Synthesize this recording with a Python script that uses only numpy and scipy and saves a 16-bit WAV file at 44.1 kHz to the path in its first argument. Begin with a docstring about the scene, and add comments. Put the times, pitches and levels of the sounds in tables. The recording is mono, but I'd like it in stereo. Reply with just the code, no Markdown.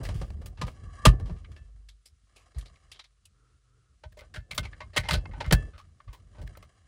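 """A rattle of contacts on sheet metal over a low shake of the wall opens the scene: hands work on a switch box in a
padded crawl space. The cover is swung up to its stop, a plastic fuse holder is turned over in the fingers, then
pushed into its slot. Each contact is a click in a dying swarm of noise and clicks, shaped by band filters, that
excites the modes of its part; pushes and grip excite the studs and a back panel. Skin rubs, the hinge sings, the
shell rings on. A deep tone swells once; still air and a faint drone lie far below."""
import sys
import numpy as np
from scipy import signal
from scipy.io import wavfile

SR = 44100
rng = np.random.default_rng(int(sys.argv[2]) if len(sys.argv) > 2 else 0)


def inscribe(sig):
    """Save sig as 16-bit PCM at rate SR to the path in sys.argv[1].

    A 1-D sig is mono; a 2-D sig holds one channel per row.
    Samples are clipped to [-1, 1] before scaling.
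    """
    pcm = np.round(np.clip(np.atleast_2d(sig).T, -1, 1) * 32767)
    wavfile.write(sys.argv[1], SR, pcm.astype(np.int16))


N = 302967


def amp(db):
    """Level definition: 20 dB are a factor of ten in amplitude."""
    return 10 ** (np.asarray(db) / 20)


def rms_one(x):
    """Normalisation to unit effective value."""
    return x / np.sqrt(np.mean(x ** 2) + 1e-20)


def band(x, low_hz, high_hz):
    """Band-pass filtering between two edge frequencies."""
    return signal.sosfilt(signal.butter(2, [low_hz, high_hz], "band", fs=SR, output="sos"), x + 1e-18)


def drift(rate):
    """Slow random modulation: normal values of spread 1, drawn rate times a second and joined by lines."""
    knots = rng.standard_normal(int(N / SR * rate) + 2)
    return np.interp(np.arange(N) / SR * rate, np.arange(len(knots)), knots)


def ring(drive, hz, t60):
    """Damped resonator: its impulse response is a sine of initial height 1 that falls 60 dB in t60 seconds."""
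    radius, omega = amp(-60 / (t60 * SR)), 2 * np.pi * hz / SR
    return signal.lfilter([0, np.sin(omega)], [1, -2 * radius * np.cos(omega), radius * radius], drive + 1e-18)


def coloured(white, spectrum):
    """Spectral shaping of noise in half-octave bands; neighbouring bands take unrelated noise."""
    hz, density_db = np.transpose(spectrum)
    edges = 10400 / 2 ** np.arange(6.5, -.1, -.5)
    bands = 0
    for k, (low, high) in enumerate(zip(edges, edges[1:])):
        band_db = np.interp(np.log(low * high) / 2, np.log(hz), density_db)
        bands = bands + amp(band_db) * band(white[k % 2], low, high)
    return rms_one(signal.sosfilt(signal.butter(8, edges[-1], fs=SR, output="sos"), bands))


# five noise bands, in the order middle, low, bright, high, very high: lower edge f/Hz, upper edge f/Hz
BANDS_HZ = [(800, 2500), (250, 800), (2500, 5500), (6800, 11800), (13800, 16300)]
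# polarity of each band [+1 or -1]: neighbours of opposite sign add up at their common edge
BAND_SIGNS = [1, -1, -1, 1, -1]
# gain of the five bands for each dB of brightness [dB per dB]
BRIGHTNESS_SHARE = [0.042, 0.032, 1.2, 3.2, 6.6]
# each band's level rises with peak level, the two highest most: gain for each dB above STRENGTH_REF_DB [dB per dB]
STRENGTH_SHARE = [0.027, 0.012, 0.021, 0.14, 0.13]
STRENGTH_REF_DB = -33.5
OWN_DB = 12.5   # noise of each ear's own, against the noise both share
CHATTER_PER_S, CHATTER_SPREAD_DB = 250, 6   # stray sharp touches inside a rattle
RISE_MS, RATTLE_REF_S = 1.1, .06   # longest rise constant; rattles below the reference t60 rise faster
PITCH_WIDTH, PITCH_HASTE = .1, 0.85   # half bandwidth over frequency; decay rate of the pitch over the rattle's


def contacts(rows, modes, colour_db, rough_db, crack_db, ring_db, pitch_db):
    """Impact excitation: a click in a swelling, dying swarm is filtered in bands and drives damped modes."""
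    t = np.arange(int(.2 * SR)) / SR
    rattles = np.zeros((len(BANDS_HZ), 2, N + len(t)))
    pitched = np.zeros((2, N + len(t)))
    mode_share_db = 4 * rng.standard_normal((len(rows), len(modes)))
    starts = []
    for s, peak_db, body_db, bright_db, t60, hz in rows:
        start = round(s * SR)
        starts.append(start)
        shared, left, right, lumps = rng.standard_normal((4, len(t)))
        chance, size = rng.random((2, len(t)))

        # each ear faces another side of the part
        swarm = shared + amp(OWN_DB) * np.array([left, right])
        rise_ms = np.clip(RISE_MS * t60 / RATTLE_REF_S, .05, RISE_MS)
        swarm *= amp(rough_db * np.repeat(lumps, 30)[:len(t)]) * (1 - np.exp(-1000 * t / rise_ms))
        swarm /= np.sqrt(np.mean(swarm[:, :900] ** 2))
        touch_db = crack_db - 10 - CHATTER_SPREAD_DB * np.log(size + .05)
        swarm += (chance < CHATTER_PER_S / SR) * np.sign(shared) * amp(touch_db)
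        # the sharp edge lands just after the first touch
        swarm[:, round(2 * RISE_MS * SR / 1000)] = amp(crack_db)

        band_db = peak_db + np.array(colour_db) + [0, body_db, 0, 0, 0]
        band_db = band_db + bright_db * np.array(BRIGHTNESS_SHARE)
        band_db = band_db + (peak_db - STRENGTH_REF_DB) * np.array(STRENGTH_SHARE)
        colour = amp(band_db) * BAND_SIGNS
        rattles[..., start:start + len(t)] += colour[:, None, None] * swarm * amp(-60 * t / t60)

        # the pitch of the touched spot takes the level of the band it lies in
        middle_low, middle_high = BANDS_HZ[0]
        spot_db = body_db if hz < middle_low else bright_db if hz > middle_high else 0
        dying = swarm * amp(-60 * PITCH_HASTE * t / t60)
        spot = band(dying, hz * (1 - PITCH_WIDTH), hz * (1 + PITCH_WIDTH))
        spot_gain = amp(peak_db + spot_db + pitch_db) * np.sqrt(SR / 4 / PITCH_WIDTH / hz)
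        pitched[:, start:start + len(t)] += spot_gain * spot

    # the root makes up for bandwidth, so that only the colour sets the power of a band
    rattle = sum(np.sqrt(SR / 2 / (high - low)) * band(part[:, :N], low, high)
                 for part, (low, high) in zip(rattles, BANDS_HZ))
    # every contact point excites the modes in its own proportions
    latest = np.clip(np.searchsorted(starts, np.arange(N), side="right") - 1, 0, None)
    drive = rattle.mean(axis=0)
    rung = sum(ring(drive * amp(db + ring_db + mode_share_db[latest, k]), hz, t60)
               for k, (hz, db, t60) in enumerate(modes))
    return rattle + pitched[:, :N] + rung


# contacts of the swinging cover: t/s, relative peak level of the middle band/dB, low band (body) against it
# level/dB, bright band (brightness) against it level/dB, rattle t60/s, pitch of the touched spot f/Hz
COVER_HITS = [(0.003, -52.5, 10, -27, 0.22, 670), (0.031, -49, 8, 1.5, 0.21, 626),
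              (0.049, -36.5, -13, -2.5, 0.085, 1810), (0.087, -40.5, 1.5, -3, 0.13, 490),
              (0.141, -54.5, -20, 0.5, 0.58, 3970), (0.211, -42, 6, -2.5, 0.1, 605),
              (0.302, -46.5, 6, -1, 0.018, 407), (0.413, -57.5, 10.5, -1, 0.13, 615),
              (0.457, -47, -2, 2, 0.08, 523), (0.571, -49, -20, -7, 0.35, 940),
              (0.612, -27.5, -5, -4.5, 0.088, 1035), (0.665, -49, 1, 0, 0.18, 545),
              (0.677, -32.5, -7, -23, 0.056, 1190), (1.051, -9.5, -4.5, -2, 0.08, 2530),
              (1.056, -9, -6.5, -16, 0.075, 1174), (1.195, -53, 10, -1.5, 0.087, 503),
              (1.255, -53, 3.5, -2.5, 0.3, 606), (1.293, -46.5, 7, -7, 0.082, 1240),
              (1.36, -59.5, -29, -4, 0.25, 1153), (1.444, -41.5, -36, -12.5, 0.05, 2130),
              (1.515, -51, -39, -2, 0.045, 3860), (1.561, -52.5, -5, -2.5, 0.1, 1670)]
# bending modes of the cover: f/Hz, relative level/dB, t60/s
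COVER_MODES = [(287, -5.5, 0.02), (537.2, -20.5, 0.041), (645, -17.5, 0.067), (1224, -14, 0.1),
               (1800, -18, 0.098)]
# colour of the cover in the five bands at body and brightness 0 [level/dB]
COVER_COLOUR_DB = [2, 7, 6.5, 2, -5.5]


def cover_contacts():
    """Plate vibration: knocks excite the short, low modes of the metal cover up to its stop."""
    return contacts(COVER_HITS, COVER_MODES, COVER_COLOUR_DB,
                    rough_db=2.0, crack_db=18.0, ring_db=-31.0, pitch_db=-0.5)


# low modes of the wall frame: f/Hz, relative level/dB, t60/s under a blow
STUD_MODES = [(48.94, 10, 0.18), (73.5, 16, 0.075), (88.84, 13.5, 0.079), (123, 5, 0.2), (166, 6.5, 0.11),
              (203, -11.5, 0.15), (257, -9.5, 0.017), (382.7, -13.5, 0.042)]
# heavy pushes into the wall: t/s, relative level/dB, contact time/ms
THUMPS = [(0.002, -42, 1.7), (0.089, -41, 4.6), (0.14, -41.5, 1.9), (0.213, -38.5, 0.84),
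          (0.625, -34, 0.99), (1.064, -14.5, 0.72), (1.212, -29.5, 8.4), (1.303, -38, 2.2),
          (1.595, -45, 10), (2.558, -36, 9.2), (4.042, -44.5, 9.5), (4.362, -38, 7.5), (4.522, -45, 3.6),
          (4.587, -40, 0.37), (4.977, -37, 1.7), (5.121, -29.5, 0.17), (5.152, -24.5, 9.1),
          (5.458, -29.5, 8.8), (5.522, -20, 0.73), (6.065, -40, 10.6), (6.429, -47, 1.5)]


def studs(shake_db):
    """Forced and free vibration: lumpy grip noise shakes the frame, soft pushes set its modes ringing."""
    blows = np.zeros((len(STUD_MODES), N))
    # each push loads the modes in its own way
    share_db = 2.5 * rng.standard_normal((len(THUMPS), len(STUD_MODES)))
    for (s, db, contact_ms), shares in zip(THUMPS, share_db):
        push = np.hanning(int(contact_ms * SR / 1000) + 3)
        blows[:, round(s * SR):][:, :len(push)] += amp(db + shares)[:, None] * push / push.sum()
    grip = rng.standard_normal(N) * amp(5.5 * drift(25))
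    # under the grip the modes ring longer and lose 0.12 dB per Hz
    shaken = sum(amp(db - 0.12 * hz) * rms_one(ring(grip, hz, 1.8 * t60)) for hz, db, t60 in STUD_MODES)
    struck = sum(amp(db) * ring(blows[k], hz, t60) * (-1) ** k for k, (hz, db, t60) in enumerate(STUD_MODES))
    return amp(shake_db) * rms_one(shaken) + struck


def sway():
    """Amplitude modulation: a faint 50 Hz tone swells as the released cover quivers on its hinge, then sinks."""
    start_s, rise_s, fall_s = 1.59, 0.031, 0.42
    t = np.arange(N) / SR
    knots_s = start_s + np.cumsum([0, rise_s, fall_s, rise_s])
    # the first and last values hold before and after the swell
    swell = np.interp(t, knots_s, [0.2, 0.89, 0.027, 0.056])
    return amp(-40.5) * swell * np.sin(2 * np.pi * 50 * (t - start_s))


# spectrum of skin on the parts: f/Hz, relative density level/dB per Hz
RUB = [(120, -36), (200, -22), (705, -10), (1180, -6), (1390, -9.5), (1720, -12), (2140, -15), (10500, -24)]


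def rubbing(rub_db):
    """Sliding friction: patches of fine noise with stray slips that die away within milliseconds."""
    slip_db = 3.2 * np.minimum(rng.exponential(1, N), 4)
    slips = (rng.random(N) < 200 / SR) * amp(slip_db)   # 200 a second on average
    dying_slips = signal.lfilter([.9], [1, -np.exp(-1 / (.006 * SR))], slips)   # time constant 6 ms
    patches = amp(3.0 * drift(40)) + dying_slips
    return amp(rub_db) * coloured(rng.standard_normal((2, N)) * patches, RUB)


def panel(shake_db):
    """Structure-borne sound: the back panel rumbles with the shaken wall and dies away after each push."""
    mean_db, kick_db, t60_s = -77, -21, .26
    lumps = rng.standard_normal(N) * amp(5.0 * drift(51))
    kicks = np.zeros(N)
    for s, db, contact_ms in THUMPS:
        kicks[round(s * SR)] = amp(db + kick_db) / contact_ms   # shorter contacts kick harder
    dying = signal.lfilter([1], [1, -amp(-60 / (t60_s * SR))], kicks + 1e-18)
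    shaken = amp(mean_db + shake_db - shake_db.mean())
    return (shaken + dying) * rms_one(band(lumps, 190, 659.5))


# spectrum of the still air: f/Hz, relative density level/dB per Hz
AIR = [(88, -44.5), (150, -9.5), (856, -26), (1490, -8.5), (2280, -6.5), (4090, -5.5), (9780, -7.5)]
# airy bands of the drone: f/Hz, relative level/dB, t60/s
DRONE_BANDS = [(440, -11.5, 0.016), (1320, -7.5, 0.013)]
# swells of the drone: start t/s, length t/s, level added at the top/dB
DRONE_SWELLS = [(3.33, 0.27, -68), (3.631, 0.32, -71)]


def background():
    """Uncorrelated noise fields: still air differs in the two ears; the drone is a hum with resonant noise."""
    hum_hz, air_db, drone_db, swell_rise_s = 123.5, -77.5, -79, 0.1
    t = np.arange(N) / SR
    air = amp(air_db + drift(40)) * coloured(rng.standard_normal((2, 2, N)), AIR)
    white = rng.standard_normal((2, N))
    airy = sum(amp(db) * rms_one(ring(white, hz, t60)) for hz, db, t60 in DRONE_BANDS)
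    ear_phase = np.array([[0], [.7]])   # rad
    hum = amp(2.0 * drift(4.9)) * np.sin(2 * np.pi * hum_hz * t + ear_phase)
    swells = sum(amp(db) * np.interp(t - s, [0, swell_rise_s, length], [0, 1, 0]) ** .5
                 for s, length, db in DRONE_SWELLS)
    return air + (amp(drone_db) + swells) * (hum + airy)


# friction in the hinge while the cover swings up: t/s, relative level/dB
HINGE = [(.70, -74), (0.789, -71.5), (0.951, -58), (1.044, -43), (1.102, -66), (1.35, -66), (1.45, -98)]
# tones the hinge sings through the cover: f/Hz, relative level/dB, t60/s
HINGE_TONES = [(1156, -1.5, 0.063), (1683, -8, 0.03)]


def hinge():
    """Friction-excited resonance: uneven rubbing noise in the hinge sings through the cover."""
    friction = rng.standard_normal(N) * amp(1.9 * drift(59))
    sung = sum(amp(db) * rms_one(ring(friction, hz, t60)) for hz, db, t60 in HINGE_TONES)
    s, db = np.transpose(HINGE)
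    return sung * amp(np.interp(np.arange(N) / SR, s, db, left=-120, right=-120))


# modes of the steel shell: f/Hz, relative level/dB, t60/s
SHELL_MODES = [(947, 0, .3), (1750, 0, .3), (2659, -3, .3), (3305, -7, .3)]
# blows after which the shell sings on: t/s, relative level/dB, favoured pitch f/Hz
SHELL_BLOWS = [(1.058, -41, 1750), (1.565, -53, 2400), (4.358, -51, 1800), (4.579, -48, 2300),
               (5.137, -44, 2660), (5.527, -30, 2050)]


def shell():
    """Modal impulse response: one click a blow, strongest in the modes near its favoured pitch."""
    fall_db = 20   # lost for each octave between mode and favoured pitch
    s, blow_db, favoured_hz = np.transpose(SHELL_BLOWS)
    share_db = 2 * rng.standard_normal((len(s), len(SHELL_MODES)))
    out = 0
    for k, (hz, db, t60) in enumerate(SHELL_MODES):
        octaves_off = np.abs(np.log2(hz / favoured_hz))
        clicks = np.zeros(N)
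        clicks[np.round(s * SR).astype(int)] = amp(blow_db + db + share_db[:, k] - fall_db * octaves_off)
        out = out + ring(clicks, hz, t60)
    return out


# ticks of the holder in the fingers: t/s, relative peak level of the middle band/dB, low band against it
# level/dB, bright band against it level/dB, rattle t60/s, pitch of the touched spot f/Hz
FINGER_TICKS = [(1.885, -51.5, -44, -1.5, 0.085, 3530), (2.055, -62.5, -8, 5, 0.09, 5600),
                (2.359, -62, 3.5, 2, 0.18, 2430), (2.544, -57.5, -2, -8, 0.25, 4420),
                (2.582, -57, -3, 3, 0.1, 1700), (2.608, -47, -17, -2.5, 0.039, 3390),
                (2.655, -49.5, -9, -3.5, 0.089, 4500), (2.756, -59, -20.5, -3, 0.032, 2340),
                (2.915, -44.5, -20, -1, 0.07, 3120), (2.943, -51.5, -18, -7.5, 0.17, 3230),
                (2.99, -35, -33, -9.5, 0.081, 3520), (3.039, -46, -31, -6, 0.063, 4020),
                (3.252, -62, -12, 5.5, 0.048, 2657)]
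# modes of the plastic fuse holder: f/Hz, relative level/dB, t60/s
HOLDER_MODES = [(2580, -2.5, 0.026), (3950, -34, 0.075)]
# colour of the holder in the five bands at body and brightness 0 [level/dB]
HOLDER_COLOUR_DB = [-3.5, 9, 11.5, 7.5, -36]


def finger_ticks():
    """Small-body resonance: the light plastic holder answers finger contacts with high, short modes."""
    return contacts(FINGER_TICKS, HOLDER_MODES, HOLDER_COLOUR_DB,
                    rough_db=4.5, crack_db=17.0, ring_db=-28, pitch_db=11.5)


# contacts of the holder with its slot: t/s, relative peak level of the middle band/dB, low band against it
# level/dB, bright band against it level/dB, rattle t60/s, pitch of the touched spot f/Hz
SLOT_HITS = [(4.034, -38, -9.5, -6, 0.069, 938), (4.12, -54.5, -4, 1, 0.038, 1734),
             (4.169, -49, 3, -0.5, 0.076, 1000), (4.187, -46.5, -6, -0.5, 0.1, 2060),
             (4.213, -42.5, -3, -22, 0.077, 612), (4.338, -38, -7, -2, 0.13, 1590),
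             (4.357, -32, -12, -3.5, 0.067, 1517), (4.508, -30, -21, -1.5, 0.075, 2130),
             (4.544, -45, -54, 3, 0.09, 4030), (4.577, -18, -12, -1, 0.054, 3100),
             (4.629, -38, -25, -4, 0.13, 2150), (4.649, -33.5, -4, -4.5, 0.06, 2120),
             (4.727, -42, -6, -12, 0.078, 1640), (4.803, -29.5, -18.5, -8, 0.079, 1052),
             (4.931, -46, -8.5, -4.5, 0.43, 3580), (4.961, -18.5, -4.5, -2.5, 0.067, 4110),
             (4.966, -13, -14.5, -2, 0.089, 1970), (5.033, -38, -12, -6, 0.38, 920),
             (5.085, -18, -13, -3, 0.073, 1000), (5.106, -17.5, -24, -2.5, 0.1, 4860),
             (5.131, -16, -37, -0.5, 0.017, 4700), (5.136, -18, -11, -3, 0.085, 4600),
             (5.254, -27.5, -8, -10.5, 0.016, 970), (5.309, -45, -17, -24, 0.1, 530),
             (5.332, -39.5, -17, -22.5, 0.19, 920), (5.402, -24, -9.5, -6, 0.088, 903),
             (5.442, -33, -14, -10, 0.17, 570), (5.459, -39.5, -20, -1.5, 0.039, 1250),
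             (5.509, -11.5, -3, -6.5, 0.021, 636), (5.522, -10.5, -1.5, -0.5, 0.059, 1592),
             (5.732, -51, -8, -10, 0.18, 1390), (5.777, -43.5, -11.5, -2, 0.11, 1190),
             (6.001, -42, -18, -17, 0.037, 1180), (6.076, -49.5, -10, -9.5, 0.14, 1120),
             (6.127, -46.5, -1, 0.5, 0.11, 1032), (6.345, -53, -6.5, -19, 0.23, 1016),
             (6.382, -51.5, 6, -3, 0.14, 925), (6.413, -48.5, 4.5, 0, 0.083, 896),
             (6.474, -34.5, -13, -0.5, 0.0088, 1750), (6.549, -49.5, -21, -16, 0.08, 1320),
             (6.57, -48, 9.5, 3, 0.022, 1215), (6.624, -47.5, -1, -0.5, 0.062, 1226)]
# modes of the sheet-metal box: f/Hz, relative level/dB, t60/s
BOX_MODES = [(622, -26, 0.081), (933, -27, 0.13), (1516.7, -24, 0.078), (1934, -30, 0.027),
             (2127, -27.5, 0.061), (2633, -26, 0.036), (4520, -22.5, 0.036)]
# colour of the box in the five bands at body and brightness 0 [level/dB]
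BOX_COLOUR_DB = [1, 0, 3, -3.5, -6]


def slot_contacts():
    """Coupled impact: pushing the holder into its slot excites the modes of the whole box."""
    return contacts(SLOT_HITS, BOX_MODES, BOX_COLOUR_DB,
                    rough_db=5.0, crack_db=15.5, ring_db=-13, pitch_db=2.0)


# scatter from boards close by, one row an ear: three delays t/ms
SCATTER_MS = [
    [.18, .5, 1.3],
    [.29, .75, .95],
]


def near_walls(x):
    """All-pass diffusion: boards smear sound over milliseconds, unlike in each ear, without colouring it."""
    ears = []
    for heard, delays_ms in zip(x, SCATTER_MS):
        for lag in np.round(np.array(delays_ms) * SR / 1000).astype(int):
            taps = np.zeros(lag + 1)
            taps[0], taps[-1] = 1, -.5
            heard = signal.lfilter(taps[::-1], taps, heard)
        ears.append(heard)
    return np.array(ears) * amp([[0.63], [-0.63]])   # the left ear is slightly louder


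# handling by the hands: t/s, shaking of the studs relative level/dB, rubbing of skin relative level/dB
HANDLING = [(0.0, -32.5, -52.5), (0.44, -39.5, -75.5), (1.008, -44, -56.5), (1.18, -31, -68.5),
            (1.38, -44.5, -69.5), (1.62, -53.5, -73), (2.09, -71, -91), (2.348, -66, -70.5),
            (2.618, -51.5, -62), (2.891, -64, -69), (3.042, -72.5, -85), (4.06, -63.5, -84),
            (4.251, -48, -70), (4.442, -56, -93), (4.549, -38.5, -58.5), (4.95, -51.5, -72.5),
            (5.193, -39.5, -67.5), (5.593, -28, -57), (5.83, -54.5, -76), (6.139, -56, -74),
            (6.472, -40.5, -63.5), (6.87, -59.5, -72)]


def scene():
    """Superposition: scattered parts, the wall frame and the background add up at the two ears."""
    s, *columns = np.transpose(HANDLING)
    shake_db, rub_db = [np.interp(np.arange(N) / SR, s, column) for column in columns]
    parts = cover_contacts() + finger_ticks() + slot_contacts()
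    frame = studs(shake_db) + sway()
    # the upper wall modes reach the ears in opposite polarity, 60 samples late
    lean = amp(-4.0) * band(band(frame, 140, 400), 140, 400) * [[1], [-1]]
    late_lean = np.roll(lean, 60, axis=1)
    near = amp(-10.0) * parts + rubbing(rub_db) + panel(shake_db) + hinge() + shell()
    return near_walls(near) + frame + late_lean + background()


def record(dry):
    """Transducer response: deep bass drops, a hollow lies near the top, peaks are rounded, the top is cut."""
    heard = signal.sosfilt(signal.butter(4, 39, "high", fs=SR, output="sos"), dry)
    hollow = signal.sosfilt(signal.butter(2, [11900, 13800], "bandstop", fs=SR, output="sos"), heard)
    rounded = np.tanh(hollow + amp(-25.5) * heard)   # a little sound still fills the hollow
    return signal.sosfilt(signal.cheby2(12, 70, 17000, fs=SR, output="sos"), rounded)


dry = scene()
out = record(dry)
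inscribe(out)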